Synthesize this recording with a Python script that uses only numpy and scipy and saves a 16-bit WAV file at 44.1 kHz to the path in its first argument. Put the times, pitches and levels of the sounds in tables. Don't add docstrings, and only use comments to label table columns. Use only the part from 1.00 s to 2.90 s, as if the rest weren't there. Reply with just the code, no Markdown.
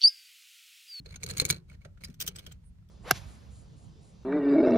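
import sys
import numpy as np
from scipy import signal
from scipy.fft import rfft, irfft, next_fast_len
from scipy.io import wavfile
from scipy.ndimage import uniform_filter1d, map_coordinates

SR = 44100
rng = np.random.default_rng(int(sys.argv[2]) if len(sys.argv) > 2 else 0)


def field_ratio(decibels):
    return 10 ** (np.asarray(decibels, dtype=float) / 20)


def wrap_up_sound(samples):
    columns = np.atleast_2d(samples).T
    tamed = np.clip(columns, -1, 1)
    steps = np.round(tamed * 32767).astype(np.int16)
    wavfile.write(sys.argv[1], SR, steps)


N = 83790

# (frequency [Hz], level [dB])
RUMBLE_COLOUR = [(12, -51), (20, -21), (43, -3), (97, -3.5), (108, -12), (182, -11), (300, -39.5),
                 (390, -81), (660, -120)]
# (frequency [Hz], level [dB])
HISS_COLOUR = [(180, -53.5), (300, -3.5), (825, -14.5), (4710, -21.5), (6560, -24), (15800, -32.5)]
# (frequency [Hz], likeness [0-1])
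HISS_LIKENESS = [(300, 0.089), (9500, 0.09), (10500, 0.31)]
# (frequency [Hz], likeness [0-1])
PORT_LIKENESS = [(200, 0.99), (350, 0.25), (1500, 0.23), (5000, 0.19), (9500, 0.13), (10500, 0.88)]
# (frequency [Hz], difference [dB])
LEFT_LEAN = [(60, 2.5), (130, -5.5), (290, 9.5), (640, 1.5), (1410, -4.5), (3100, -3.5), (6820, 3),
             (15000, -2)]
# (frequency [Hz], width [Hz], amount taken out [dB])
HOUSING_DIP = [(11300, 1400, -6.5)]
# (frequency [Hz], time [s])
CABIN_FADE = [(200, 0.52), (2000, 0.15), (10000, 0.027)]

# (start [s], length [s], level [dB])
RUB_STROKES = [(0.052, 0.1, -62), (0.204, 0.025, -55.5), (0.272, 0.047, -50), (0.352, 0.06, -52),
               (0.449, 0.028, -53.5), (0.481, 0.071, -48.5), (0.685, 0.062, -65), (0.811, 0.052, -69.5),
               (1.008, 0.11, -62.5), (1.194, 0.28, -61.5), (1.331, 0.21, -65.5), (1.618, 0.059, -83.5)]
# (frequency [Hz], level [dB])
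RUB_COLOUR = [(200, 3.5), (500, 4.5), (900, -14), (2200, -8), (4300, -11), (9000, -19), (15500, -26),
              (16200, -56)]

# (time [s], peak level [dB], panel note [Hz])
COLUMN_THUDS = [(-0.004, -35, 288), (0.058, -43.5, 429), (0.15, -56.5, 258), (0.236, -28.5, 450),
                (0.309, -28.5, 443), (0.385, -23, 377), (0.415, -22, 280), (0.451, -24, 359.6),
                (0.502, -19, 353), (0.514, -38.5, 249), (0.854, -36.5, 541), (1.088, -34.5, 244),
                (1.219, -43, 330), (1.285, -37, 422), (1.47, -53, 520)]
# (frequency [Hz], width [Hz], level [dB])
COLUMN_NOTES = [(85, 30, -2), (155, 32, 4), (195, 45, -4)]

# (frequency [Hz], level [dB])
CLICK_COLOUR = [(200, 0.5), (800, -8), (1400, -3), (4000, 5), (12400, 0.5), (15600, -8.5), (16500, -35.5),
                (17200, -71.5)]
# (time [s], peak level [dB], part struck [Hz])
TRIM_KNOCKS = [(0.057, -45.5, 533), (0.418, -29, 503), (0.714, -50, 1370), (0.745, -52.5, 466),
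               (0.849, -41, 640), (0.973, -53.5, 1403), (1.01, -54.5, 1520), (1.239, -53, 553),
               (1.511, -46.5, 3080), (1.635, -63.5, 900), (1.712, -73.5, 511), (1.783, -66, 1004),
               (1.822, -68, 1353)]
# (frequency [Hz], width [Hz], level over the click [dB])
TRIM_NOTES = [(620, 370, -2), (1170, 270, 6), (1800, 530, 7.5)]

# (time [s], peak level [dB], part struck [Hz])
KEY_RATTLES = [
    (1.2012, -24, 15040),
    (1.2098, -22, 14400),
    (1.217, -27.5, 9000),
    (1.2228, -25, 6100),
    (1.2638, -32, 15440),
    (1.2696, -39, 3100),
    (1.2756, -20.5, 15300),
    (1.2821, -34.5, 14130),
    (1.2855, -34, 3075),
]
# (time [s], peak level [dB], part struck [Hz])
KEY_SLIDES = [
    (1.197, -44.5, 4300),
    (1.205, -37.5, 2720),
    (1.218, -32, 9000),
    (1.235, -48.5, 14100),
    (1.265, -41, 6490),
    (1.279, -29, 6100),
]
# (time [s], peak level [dB], part struck [Hz])
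PALM_TOUCHES = [
    (1.0818, -53, 1800),
    (1.0985, -52, 2580),
    (1.1405, -51.5, 6100),
    (1.3582, -34, 7900),
    (1.3843, -36.5, 3230),
    (1.3907, -39, 3400),
    (1.4469, -61, 3200),
    (1.4631, -37, 3160),
    (1.5185, -42.5, 7590),
    (1.8864, -60.5, 3360),
]
# (frequency [Hz], width [Hz], level over the click [dB])
KEY_NOTES = [(1500, 350, 4.5), (2500, 200, 7), (3130, 570, 4), (4300, 280, 6.5), (5160, 560, 4),
             (6100, 200, 12), (7800, 250, 2.5), (9000, 400, 11), (13200, 1800, 6.5), (15430, 400, 14.5)]

# (time [s], peak level [dB], part struck [Hz])
SLOT_TAPS = [(0.0588, -40, 4300), (0.0884, -48, 4300), (0.1, -53, 4200), (0.1057, -45, 4230),
             (0.1236, -45, 2150), (0.1406, -41, 2210), (0.158, -34, 6280), (0.163, -53, 6160),
             (0.6971, -49.5, 2250), (0.735, -54, 2240), (0.8156, -54.5, 2230), (0.848, -45.5, 1364)]
# (time [s], peak level [dB], part struck [Hz])
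BLADE_GRINDS = [(0.224, -43.5, 2300), (0.294, -35.5, 1700), (0.303, -34.5, 4300), (0.366, -32.5, 9000),
                (0.386, -36, 2200), (0.402, -30, 9000), (0.414, -32.5, 1102), (0.454, -36, 9000),
                (0.486, -33.5, 9500), (0.498, -26, 1500), (0.509, -30, 4200), (1.039, -35, 5000)]
# (time [s], peak level [dB], part struck [Hz])
TURN_CLICKS = [(0.2096, -58, 7700), (0.2325, -25, 2260), (0.2375, -23.5, 6270), (0.242, -34.5, 6300),
               (0.2628, -31.5, 4300), (0.2877, -35.5, 8360), (0.2968, -37, 7800), (0.3008, -30.5, 4350),
               (0.306, -33, 1740), (0.3108, -28.5, 6740), (0.3361, -41.5, 5140), (0.3694, -36.5, 2430),
               (0.3718, -24.5, 6880), (0.3803, -24.5, 6590), (0.385, -30, 4200), (0.3984, -10.5, 4202),
               (0.407, -29, 2110), (0.4125, -21, 6770), (0.4175, -30, 2260), (0.4437, -40, 2260),
               (0.4511, -17.5, 6726), (0.462, -29.5, 6540), (0.489, -31, 7650), (0.4945, -24.5, 9680),
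               (0.5005, -12.5, 2280), (0.507, -13, 6750), (1.0369, -35, 2200), (1.046, -35, 5000),
               (1.051, -37, 1910)]
# (frequency [Hz], width [Hz], level over the click [dB])
BARREL_NOTES = [(1430, 820, 3.5), (1740, 200, 2.5), (2260, 140, 5.5), (3520, 250, 4.5), (4200, 280, 7.5),
                (5160, 110, 4.5), (6300, 450, 2), (6750, 290, 9), (7960, 250, 0), (8940, 350, 11),
                (10080, 1000, 4), (14360, 2000, 8.5)]

RING_DB = -1


def unit(x):
    return x / np.sqrt(np.mean(np.abs(x) ** 2) + 1e-20)


def peak_one(x):
    return x / np.abs(x).max()


def noise():
    return rng.standard_normal((2, N))


def along(points, hz):
    f, value = np.transpose(points)
    return np.interp(np.log(hz + 1), np.log(f + 1), value)


def wobble(rate):
    knots = rng.standard_normal(int(N * rate / SR) + 4)
    return map_coordinates(knots, [np.arange(N) * rate / SR])


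def filtered(x, response):
    size = next_fast_len(x.shape[-1] + 8192)
    spectrum = rfft(x, size) * response(np.fft.rfftfreq(size, 1 / SR))
    return irfft(spectrum, size)[..., :x.shape[-1]]


def modes(table, f, scatter_db=0):
    total = 0
    for k, (center, width, db) in enumerate(table):
        level = field_ratio(db + scatter_db * rng.standard_normal())
        resonance = 1j * f * width / (center * center - f * f + 1j * f * width)
        total = total + (-1) ** k * level * resonance
    return total


def ports(pair, likeness=PORT_LIKENESS):
    lag_s = 6 / 44100

    def share(hz):
        angle = np.arccos(np.clip(along(likeness, hz), -1, 1)) / 2
        return np.array([np.cos(angle), np.sin(angle)])

    def lean(hz):
        left = field_ratio(along(LEFT_LEAN, hz) / 2) * np.exp(-1j * np.pi * hz * lag_s)
        return np.array([left, 1 / left])

    mid, side = filtered(pair, share)
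    return filtered(np.array([mid + side, mid - side]), lean)


def background():
    def colour(points):
        closed = [(13, -63.5)] + list(points) + [(points[-1][0] * 0.94, -120)]
        return lambda f: field_ratio(along(closed, f))

    rumble = unit(filtered(rng.standard_normal((3, N)), colour(RUMBLE_COLOUR)))
    rumble = rumble[:2] + 2.45 * rumble[2]
    rumble = rumble * field_ratio(-61 + 1.5 * wobble(29))
    hiss = unit(ports(filtered(noise(), colour(HISS_COLOUR)), HISS_LIKENESS))
    return rumble + field_ratio(-76.5) * hiss


def cabin(x):
    hz, t, z = signal.stft(rng.standard_normal((2, SR // 4)), SR, nperseg=256)
    fade = field_ratio(-60 * t / along(CABIN_FADE, hz)[:, None])
    tail = signal.istft(z * fade, SR, nperseg=256)[1]
    return signal.fftconvolve(x, tail / np.linalg.norm(tail[0]), axes=1)[:, :N]


def sleeve():
    center_s, half_s, center_hz, width_hz = 1.67, 0.026, 9270, 720
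    thin = unit(filtered(noise(), lambda f: np.exp(-((f - center_hz) / width_hz) ** 2 / 2)))
    swell = np.exp(-((np.arange(N) / SR - center_s) / half_s) ** 2)
    return field_ratio(-73) * swell * thin * field_ratio([[-7], [7]])


def rubbing():
    rise_s, fall_db_per_s = 0.0066, 501
    t = np.arange(N) / SR
    strokes = []
    for start, length, db in RUB_STROKES:
        before = np.maximum(start - t, 0) / rise_s * 20
        after = np.maximum(t - start - length, 0) * fall_db_per_s
        strokes.append(db - before - after)
    effort_db = np.max(strokes, axis=0)
    grain = field_ratio(3 * (wobble(56.23) + wobble(400))) * noise()
    slide = unit(filtered(grain, lambda f: field_ratio(along(RUB_COLOUR, f)) * np.abs(1 + 1.1 * modes(BARREL_NOTES, f))))
    grip = unit(filtered(noise(), lambda f: modes(COLUMN_NOTES, f) / (1 + 1j * f / 250) ** 2))
    heft = uniform_filter1d(field_ratio(-56 + 0.91 * (effort_db + 62.5)), size=3000)
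    return field_ratio(effort_db) * slide + heft * grip


def column():
    lead_s = 0.05
    panel_q = 2.87
    push, tap = np.zeros((2, N + SR)), np.zeros((2, N + SR))
    t = np.arange(4096) / SR
    for s, db, hz in COLUMN_THUDS:
        start = round((s + lead_s) * SR)
        push[:, start] += field_ratio(db + 38.5)
        shake = field_ratio(-60 * t / 0.08) * rng.standard_normal((2, len(t)))
        ring = filtered(shake, lambda f: modes([(hz, hz / panel_q, 0)], f) ** 2)
        tap[:, start:start + len(t)] += field_ratio(0.49 * db - 28.5) * peak_one(ring)
    thud = filtered(push, lambda f: modes(COLUMN_NOTES, f) / (1 + 1j * f / 300) ** 2)
    return (thud + tap)[:, round(lead_s * SR):][:, :N]


def contacts(rows, body, t60, tilt_db, ring_db, rise_s, clean_db):
    out, t = np.zeros((2, N + SR)), np.arange(4096) / SR
    rise = 1 - np.exp(-t / rise_s)
    chatter_shape = field_ratio(-60 * t / t60) * rise ** 2
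    clean_shape = field_ratio(-60 * t / 0.035) * rise ** 2
    blow = 1.0 * (t == 0)
    for s, db, hz in rows:
        def ring(f):
            struck = modes([(hz, max(hz / 31, 190), 7)], f)
            return field_ratio(ring_db) * modes(body, f, scatter_db=3) + struck

        def tone(f):
            tilt = tilt_db + 0.5 * np.log2(hz / 5000)
            broad = field_ratio(along(CLICK_COLOUR, f) + tilt * np.log2((f + 300) / 4000))
            lift = field_ratio(8 * np.exp(-(np.log2((f + 1) / hz) / 0.12) ** 2))
            return broad * lift * (1 - modes(HOUSING_DIP, f))

        grit = field_ratio(3 * unit(uniform_filter1d(rng.standard_normal(len(t)), size=30)))
        rough = rng.standard_normal((2, len(t))) * grit * chatter_shape
        chatter = filtered(rough, lambda f: tone(f) * (1 + ring(f)))
        clean = clean_shape * filtered(blow, lambda f: tone(f) * ring(f) * np.array([[1], [1j]]))
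        hit = peak_one(peak_one(chatter) + field_ratio(clean_db) * peak_one(clean))
        start = round(s * SR)
        out[:, start:start + len(t)] += field_ratio(db) * hit
    return out[:, :N]


def trim():
    return contacts(TRIM_KNOCKS, TRIM_NOTES, t60=0.039, tilt_db=-5.5, ring_db=1, rise_s=0.0016, clean_db=-26)


def keys():
    bunch = contacts(KEY_RATTLES, KEY_NOTES, t60=0.0154, tilt_db=0.46, ring_db=RING_DB,
                     rise_s=0.0013, clean_db=-9.5)
    slide = contacts(KEY_SLIDES, KEY_NOTES, t60=0.034, tilt_db=0.0, ring_db=-8.5,
                     rise_s=0.0017, clean_db=-30)
    palm = contacts(PALM_TOUCHES, KEY_NOTES, t60=0.025, tilt_db=-1.3, ring_db=RING_DB,
                    rise_s=0.0018, clean_db=-11.5)
    return bunch + slide + palm


def spring_back():
    first_s, flight_s = 0.5252, 0.0187
    bounces = np.zeros((2, N))
    for k in range(5):
        hit = [(first_s + k * flight_s, -28 - k * 8, 4200)]
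        bounces += contacts(hit, BARREL_NOTES, t60=0.02, tilt_db=-0.9 - k * 1.5, ring_db=RING_DB,
                            rise_s=0.0009, clean_db=1.5)
    return bounces


def lock():
    taps = contacts(SLOT_TAPS, BARREL_NOTES, t60=0.027, tilt_db=-5, ring_db=2, rise_s=0.002, clean_db=-6)
    turns = contacts(TURN_CLICKS, BARREL_NOTES, t60=0.014, tilt_db=0.9, ring_db=RING_DB,
                     rise_s=0.0008, clean_db=-2.0)
    grind = contacts(BLADE_GRINDS, BARREL_NOTES, t60=0.04, tilt_db=-1.2, ring_db=-5.5,
                     rise_s=0.003, clean_db=-28.5)
    return taps + turns + grind + spring_back()


def scene():
    near = field_ratio(2.5) * (lock() + keys() + trim()) + column()
    echo = field_ratio(-16) * cabin(near)
    return ports(near + echo + rubbing()) + sleeve() + background()


def low_pass(x):
    return signal.sosfilt(signal.butter(12, 16980, fs=SR, output="sos"), x)


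def record(dry):
    return low_pass(dry)


dry = scene()
out = record(dry)
wrap_up_sound(out)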